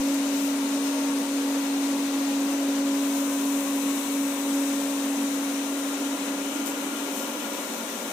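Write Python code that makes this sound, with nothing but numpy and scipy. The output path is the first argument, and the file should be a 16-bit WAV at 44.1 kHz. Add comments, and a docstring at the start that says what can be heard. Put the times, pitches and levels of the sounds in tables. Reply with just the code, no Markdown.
"""A robot vacuum turns and creeps over a rug, about a metre below a hand-held phone's two microphones.
From the start the fan hums and whines, the roller brush rumbles in the plastic shell and air rushes out.
A crumb ticks in the intake and the side brush swishes. Near 3 s the vent comes round and the hiss
brightens, then slowly dulls. From 4.6 s the phone drifts into a quiet spot of the room's standing wave
and the hum sinks. Near 7 s two more crumbs tick and the side brush swishes again."""
import sys
import numpy as np
from scipy import signal
from scipy.fft import rfft, irfft, next_fast_len
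from scipy.io import wavfile
from scipy.ndimage import map_coordinates

SR = 44100
rng = np.random.default_rng(int(sys.argv[2]) if len(sys.argv) > 2 else 0)


def to_wav(s):
    """Save 16-bit WAV."""
    ch = np.atleast_2d(s).T  # columns
    pcm = np.round(np.clip(ch, -1, 1) * 32767)  # PCM
    wavfile.write(sys.argv[1], SR, pcm.astype(np.int16))


N = 358091
T = np.arange(N) / SR
FFT_SIZE = 2 * next_fast_len(N // 2 + 1)
FREQS = np.maximum(np.arange(FFT_SIZE // 2 + 1) * SR / FFT_SIZE, 1)
VENT_TURN_S, VENT_RISE_S = 2.84, 0.29  # when the vent starts to face the phone; how long that takes

# brief dips and swells of the hum, which the rumble partly follows: middle t/s, length/s, change/dB
HUM_CHANGES = [(.1, .2, 2), (1.26, .2, -2), (1.64, 0.1, -2.5), (2.1, .12, -2), (2.85, 0.26, 1.5),
               (3.66, 0.13, -3), (3.8, .12, -2.5), (4.03, 0.25, -5.5), (4.36, 0.3, -4), (4.56, 0.13, 1.5),
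               (4.95, 0.69, -1), (5.99, 0.079, -3.5), (6.19, .08, -4), (7.08, 0.25, 2.5),
               (7.38, 0.26, -1.5)]


def undb(db):
    """Decibels to gain."""
    return 10 ** (np.asarray(db) / 20)


def unit(x):
    """Scale to an rms of one."""
    return x / np.sqrt(np.mean(x ** 2))


def colour(table):
    """Gain over frequency for each level column of a table: f/Hz, level/dB, ..."""
    hz, *columns = np.transpose(table)
    return undb([np.interp(np.log(FREQS), np.log(hz), db) for db in columns])


def resonance(hz, width):
    """Gain over frequency of one steep resonance."""
    return 1 / (1 + (2 * (FREQS - hz) / width) ** 2)


def shape(x, gain):
    """Filter by a gain over frequency."""
    return irfft(rfft(x, FFT_SIZE) * gain, FFT_SIZE)[..., :N]


def walk(rate):
    """A smooth random wander of spread one, with about `rate` turns a second."""
    points = rng.standard_normal(2048)
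    wander = map_coordinates(points, [T[::64] * rate], order=3, mode="wrap")
    return unit(wander).repeat(64)[:N]


def ramp(start_s, length_s):
    """A steady move from 0 to 1."""
    return np.clip((T - start_s) / length_s, 0, 1)


def swell(middle, length):
    """A smooth rise and fall."""
    return np.cos(np.pi * np.clip((T - middle) / length, -.5, .5)) ** 2


def swells(table):
    """Sum of smooth rises and dips in dB, from rows of middle t/s, length/s, change/dB."""
    return sum(db * swell(middle, length) for middle, length, db in table)


def room_noise(alike_hz=950):
    """Noise of 0 dB per Hz: long waves reach both microphones alike, short ones unrelated."""
    likeness = 1 / (1 + (FREQS / alike_hz) ** 3)
    mid, side = shape(rng.standard_normal((2, N)), np.sqrt([1 + likeness, 1 - likeness]))
    return np.array([mid + side, mid - side]) * np.sqrt(SR) / 2


def hum_level(drift, steady_db=-23, quiet_spot_db=-18, waver_db=0.45):
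    """The hum wavers, and its pressure falls in a straight line as the phone nears the quiet spot."""
    standing_wave = 1 - drift * (1 - undb(quiet_spot_db))
    return standing_wave * undb(steady_db + swells(HUM_CHANGES) + waver_db * walk(9))


def fan(drift, shaft_hz=278.6, jitter=0.00237, fade=0.39, right_lag_s=.00005, shade_hz=3300):
    """Rotor unbalance gives a hum and its octave; higher overtones come and go as reflections shift."""
    # overtones of the eleven-bladed fan and the motor's whine: multiple of the shaft rate, level/dB
    overtones = [(3, -54), (4, -55.5), (5, -56), (6, -63), (7, -56), (8, -56), (11, -62), (22, -56),
                 (36, -57), (44, -60), (48, -58), (52, -61), (54, -65)]
    # the octave swells and sinks: middle t/s, length/s, change/dB
    octave_swells = [(2.8, 1.1, 7), (3.45, 1.4, 5), (4.63, 1.2, 7.5), (5.15, .6, 3), (5.7, .6, -6),
                     (6.35, 0.24, 5), (7.25, .5, 3), (7.9, .9, -3)]
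    # turbulence jostles the rotor: the hum stays pure while the high whine smears
    phase = 2 * np.pi * np.cumsum(shaft_hz * (1 + jitter * walk(70))) / SR
    mic_phases = np.array([phase, phase - 2 * np.pi * shaft_hz * right_lag_s])
    octave_db = -45 + swells(octave_swells) + 0.7 * walk(9)
    out = hum_level(drift) * np.sin(mic_phases)
    out += undb(octave_db) * np.sin(2 * mic_phases + rng.uniform(0, 2 * np.pi))
    for order, db in overtones:
        tone = np.sqrt(2) * undb(db) * np.sin(order * phase + rng.uniform(0, 2 * np.pi))
        left, right = (unit(1 + fade * walk(3) + fade * walk(14) / 2) for _ in range(2))
        out[0] += left * tone
        # the right microphone faces away and loses the treble
        out[1] += undb(-3.5) * right * tone / np.hypot(1, order * shaft_hz / shade_hz)
    return out


def roller_brush(beat_hz=14.1, depth=0.078, upper_hz=740):
    """The bristle rows beat the rug unevenly and shake the shell."""
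    # the brush's broad rumble: f/Hz, level/dB per Hz
    rumble = [(30, -105.8), (70, -103.1), (100, -100.2), (140, -90), (178, -77), (200, -72), (232, -70),
              (305, -68.5), (345, -69.5), (390, -68), (442, -69), (490, -65.5), (540, -64), (620, -67)]
    # resonances of shell and room: f/Hz, width/Hz, peak level/dB per Hz
    body_modes = [(197.5, 14, -67.5), (214.6, 12.6, -62), (231.3, 11.3, -55.5), (246.3, 10, -59),
                  (269, 10, -57), (325.6, 12.5, -63.5), (366, 13, -67.5), (392.4, 15, -64),
                  (408.3, 12.5, -63), (499, 22, -65), (532, 28, -67.5), (610, 24, -68)]
    phase = 2 * np.pi * np.cumsum(beat_hz * (1 + 0.049 * walk(3.14))) / SR
    beating = unit(1 + depth * np.sin(phase))
    mode_power = sum((undb(db) * resonance(hz, width)) ** 2 for hz, width, db in body_modes)
    power = (colour(rumble) ** 2 + mode_power) / (1 + (FREQS / upper_hz) ** 16)
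    return shape(room_noise() * beating, np.sqrt(power))


def airflow(beam_db, lower_hz=740, beam_hz=8500, flutter_db=0.36, wander_db=0.47):
    """Turbulence hisses in the ducts; each band's level wanders, and the vent beams the treble."""
    # rushing air at the microphones: f/Hz, left level/dB per Hz, right level/dB per Hz
    hiss = [(737, -74.5, -74.5), (913, -66.5, -66), (1090, -69, -70.5), (1590, -71.5, -75.5),
            (2170, -72.5, -78.5), (2510, -70, -76.5), (3260, -72.5, -80.5), (3880, -71, -78),
            (4600, -74, -85), (5180, -74, -84), (6100, -70, -84.5), (7650, -72, -86.5), (8970, -73.5, -82),
            (10400, -77, -89.5), (14500, -78.5, -101)]
    spectrum = rfft(room_noise(), FFT_SIZE) * colour(hiss) / np.sqrt(1 + (lower_hz / FREQS) ** 16)
    centres_hz = 1000 * 2. ** np.arange(0, 4.1, .5)
    out = 0
    for hz, pick in zip(centres_hz, np.eye(len(centres_hz))):
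        band_gain = np.interp(np.log(FREQS), np.log(centres_hz), pick)
        band = irfft(spectrum * band_gain, FFT_SIZE)[:, :N]
        beam_share = np.array([[1], [.3]]) / (1 + (beam_hz / hz) ** 4)  # mostly on the left
        out = out + band * undb(beam_share * beam_db + wander_db * walk(6.4))
    return out * undb(flutter_db * walk(30))


def reflections(x, share=0.16, sway_s=.00012, count=6):
    """Floor and furniture return the hiss milliseconds late; the lags sway as robot and phone move."""
    out = x.copy()
    for channel in range(2):
        for lag_s in rng.uniform(.002, .014, count):
            out[channel] += share * np.interp(T - lag_s - sway_s * walk(0.699), T, x[channel])
    return out / np.sqrt(1 + count * share ** 2)


def shell_rings(wander=.004):
    """The air stream rings shell and vent slots in narrow bands, whose pitch wanders with the flow."""
    # resonances that swell while their side of the robot faces the phone:
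    # middle t/s, length/s, f/Hz, width/Hz, left level/dB, right level/dB
    resonances = [(6.83, 3.6, 298, 24, -41.5, -38), (2.3, 1.6, 326, 10, -46, -48),
                  (0.51, 3.4, 610, 41, -44, -51), (2.3, 2.3, 835, 30, -45.5, -51),
                  (.55, 1.4, 2360, 200, -48, -54), (1.2, 1.8, 490, 30, -46, -45),
                  (4.3, 3.4, 925, 22, -52, -55), (0.88, 2.2, 922, 22, -44, -54),
                  (3.3, 2.1, 1016, 23, -46.5, -55), (3.79, 1.4, 1114, 8.1, -44.5, -51),
                  (3.13, 1.2, 1212, 16, -50, -55), (0.7, 1.5, 1305, 18, -51, -55),
                  (7, 5.8, 1400, 62, -45, -50), (3.35, 2.4, 400, 30, -51, -50),
                  (6.75, 4.1, 3030, 280, -47, -58), (4.4, 5.5, 3840, 240, -50, -58),
                  (5.8, 3.0, 7120, 260, -49, -63), (4.45, 2.5, 8020, 190, -45, -61),
                  (0.95, 2.0, 8930, 240, -46, -51), (5.6, 6, 8920, 480, -51, -57),
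                  (7, 3, 2300, 130, -49, -53), (7.5, 2.8, 12800, 2600, -44, -65),
                  (3.7, 1.2, 14480, 400, -48, -66)]
    out = 0
    for middle, length, hz, width, left_db, right_db in resonances:
        ring = unit(shape(rng.standard_normal(N), resonance(hz, width)))
        phase_slip = 2 * np.pi * np.cumsum(hz * wander * walk(2.5)) / SR
        ring = np.real(signal.hilbert(ring, next_fast_len(N))[:N] * np.exp(1j * phase_slip))
        # short waves reach the two microphones by different paths
        right = ring if hz < 1150 else np.roll(ring, SR // 20)
        out = out + np.array([ring, right]) * swell(middle, length) * undb([[left_db], [right_db]])
    return out


def crumb_force(tick_s=.0007, tail_s=0.043, tail_db=-15):
    """Each crumb strikes the intake with a sharp tick and a short rattling tail."""
    # crumb strikes: t/s, relative level/dB
    strikes = [(0.1440, -22), (6.6612, -17.5), (6.670, -18.5)]
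    force = 0
    for start, db in strikes:
        age = np.maximum(T - start, 0)
        decay = np.exp(-age / tick_s) + undb(tail_db) * np.exp(-age / tail_s)
        force = force + undb(db) * (T >= start) * decay
    return force


def scratches(force):
    """Crumbs and bristles make dense tiny flicks: bright noise that follows their force."""
    # what they ring with: f/Hz, left gain/dB, right gain/dB
    timbre = [(150, -70, -70), (1000, -25, -31), (4000, -3, -22), (5600, -3, -18), (7300, 3.5, -11),
              (10000, -2, -14), (13500, 2, -17), (16000, -4, -22)]
    flicks = unit(rng.standard_normal((2, N)))
    return shape(flicks * force, colour(timbre))


def side_brush_force():
    """The side brush sweeps the floor in strokes that rise and fall smoothly."""
    # brush strokes: middle t/s, length/s, relative level/dB
    strokes = [(.41, .32, -34), (7.187, .16, -31)]
    return sum(undb(db) * swell(middle, length) for middle, length, db in strokes)


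def vent_beam(away_db=-2, facing_db=3, hold_s=1, fall_s=2.1):
    """The treble beam in dB rises as the vent faces the phone, holds, and sinks as it points away."""
    leaves_s = VENT_TURN_S + VENT_RISE_S + hold_s
    facing = ramp(VENT_TURN_S, VENT_RISE_S) - ramp(leaves_s, fall_s)
    return away_db + facing * (facing_db - away_db)


def hollow(x, hz=4700, width_hz=950, depth_db=-4):
    """Once the vent has come round, the hiss turns hollower in one band."""
    band = shape(x, resonance(hz, width_hz))
    return x + (undb(depth_db) - 1) * ramp(VENT_TURN_S, VENT_RISE_S) * band


def scene():
    """Fan, roller and air run throughout; their balance shifts as the robot turns and the phone drifts."""
    drift = ramp(start_s=4.62, length_s=3.15)  # the phone's way into the quiet spot
    onto_rug = ramp(start_s=1.6, length_s=0.63)
    air_db = 0.28 - 0.18 * onto_rug  # a little louder beside the bare floor
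    air = reflections(hollow(airflow(vent_beam())) * undb(air_db))
    rumble_db = 0.03 + 0.5 * drift + 0.24 * swells(HUM_CHANGES)
    rumble = roller_brush() * undb(rumble_db)
    return fan(drift) + rumble + air + shell_rings() + scratches(crumb_force() + side_brush_force())


def record(dry, top_hz=15400):
    """The phone cuts the top steeply."""
    return signal.sosfilt(signal.ellip(10, .1, 80, top_hz, fs=SR, output="sos"), dry)


dry = scene()
out = record(dry)
to_wav(out)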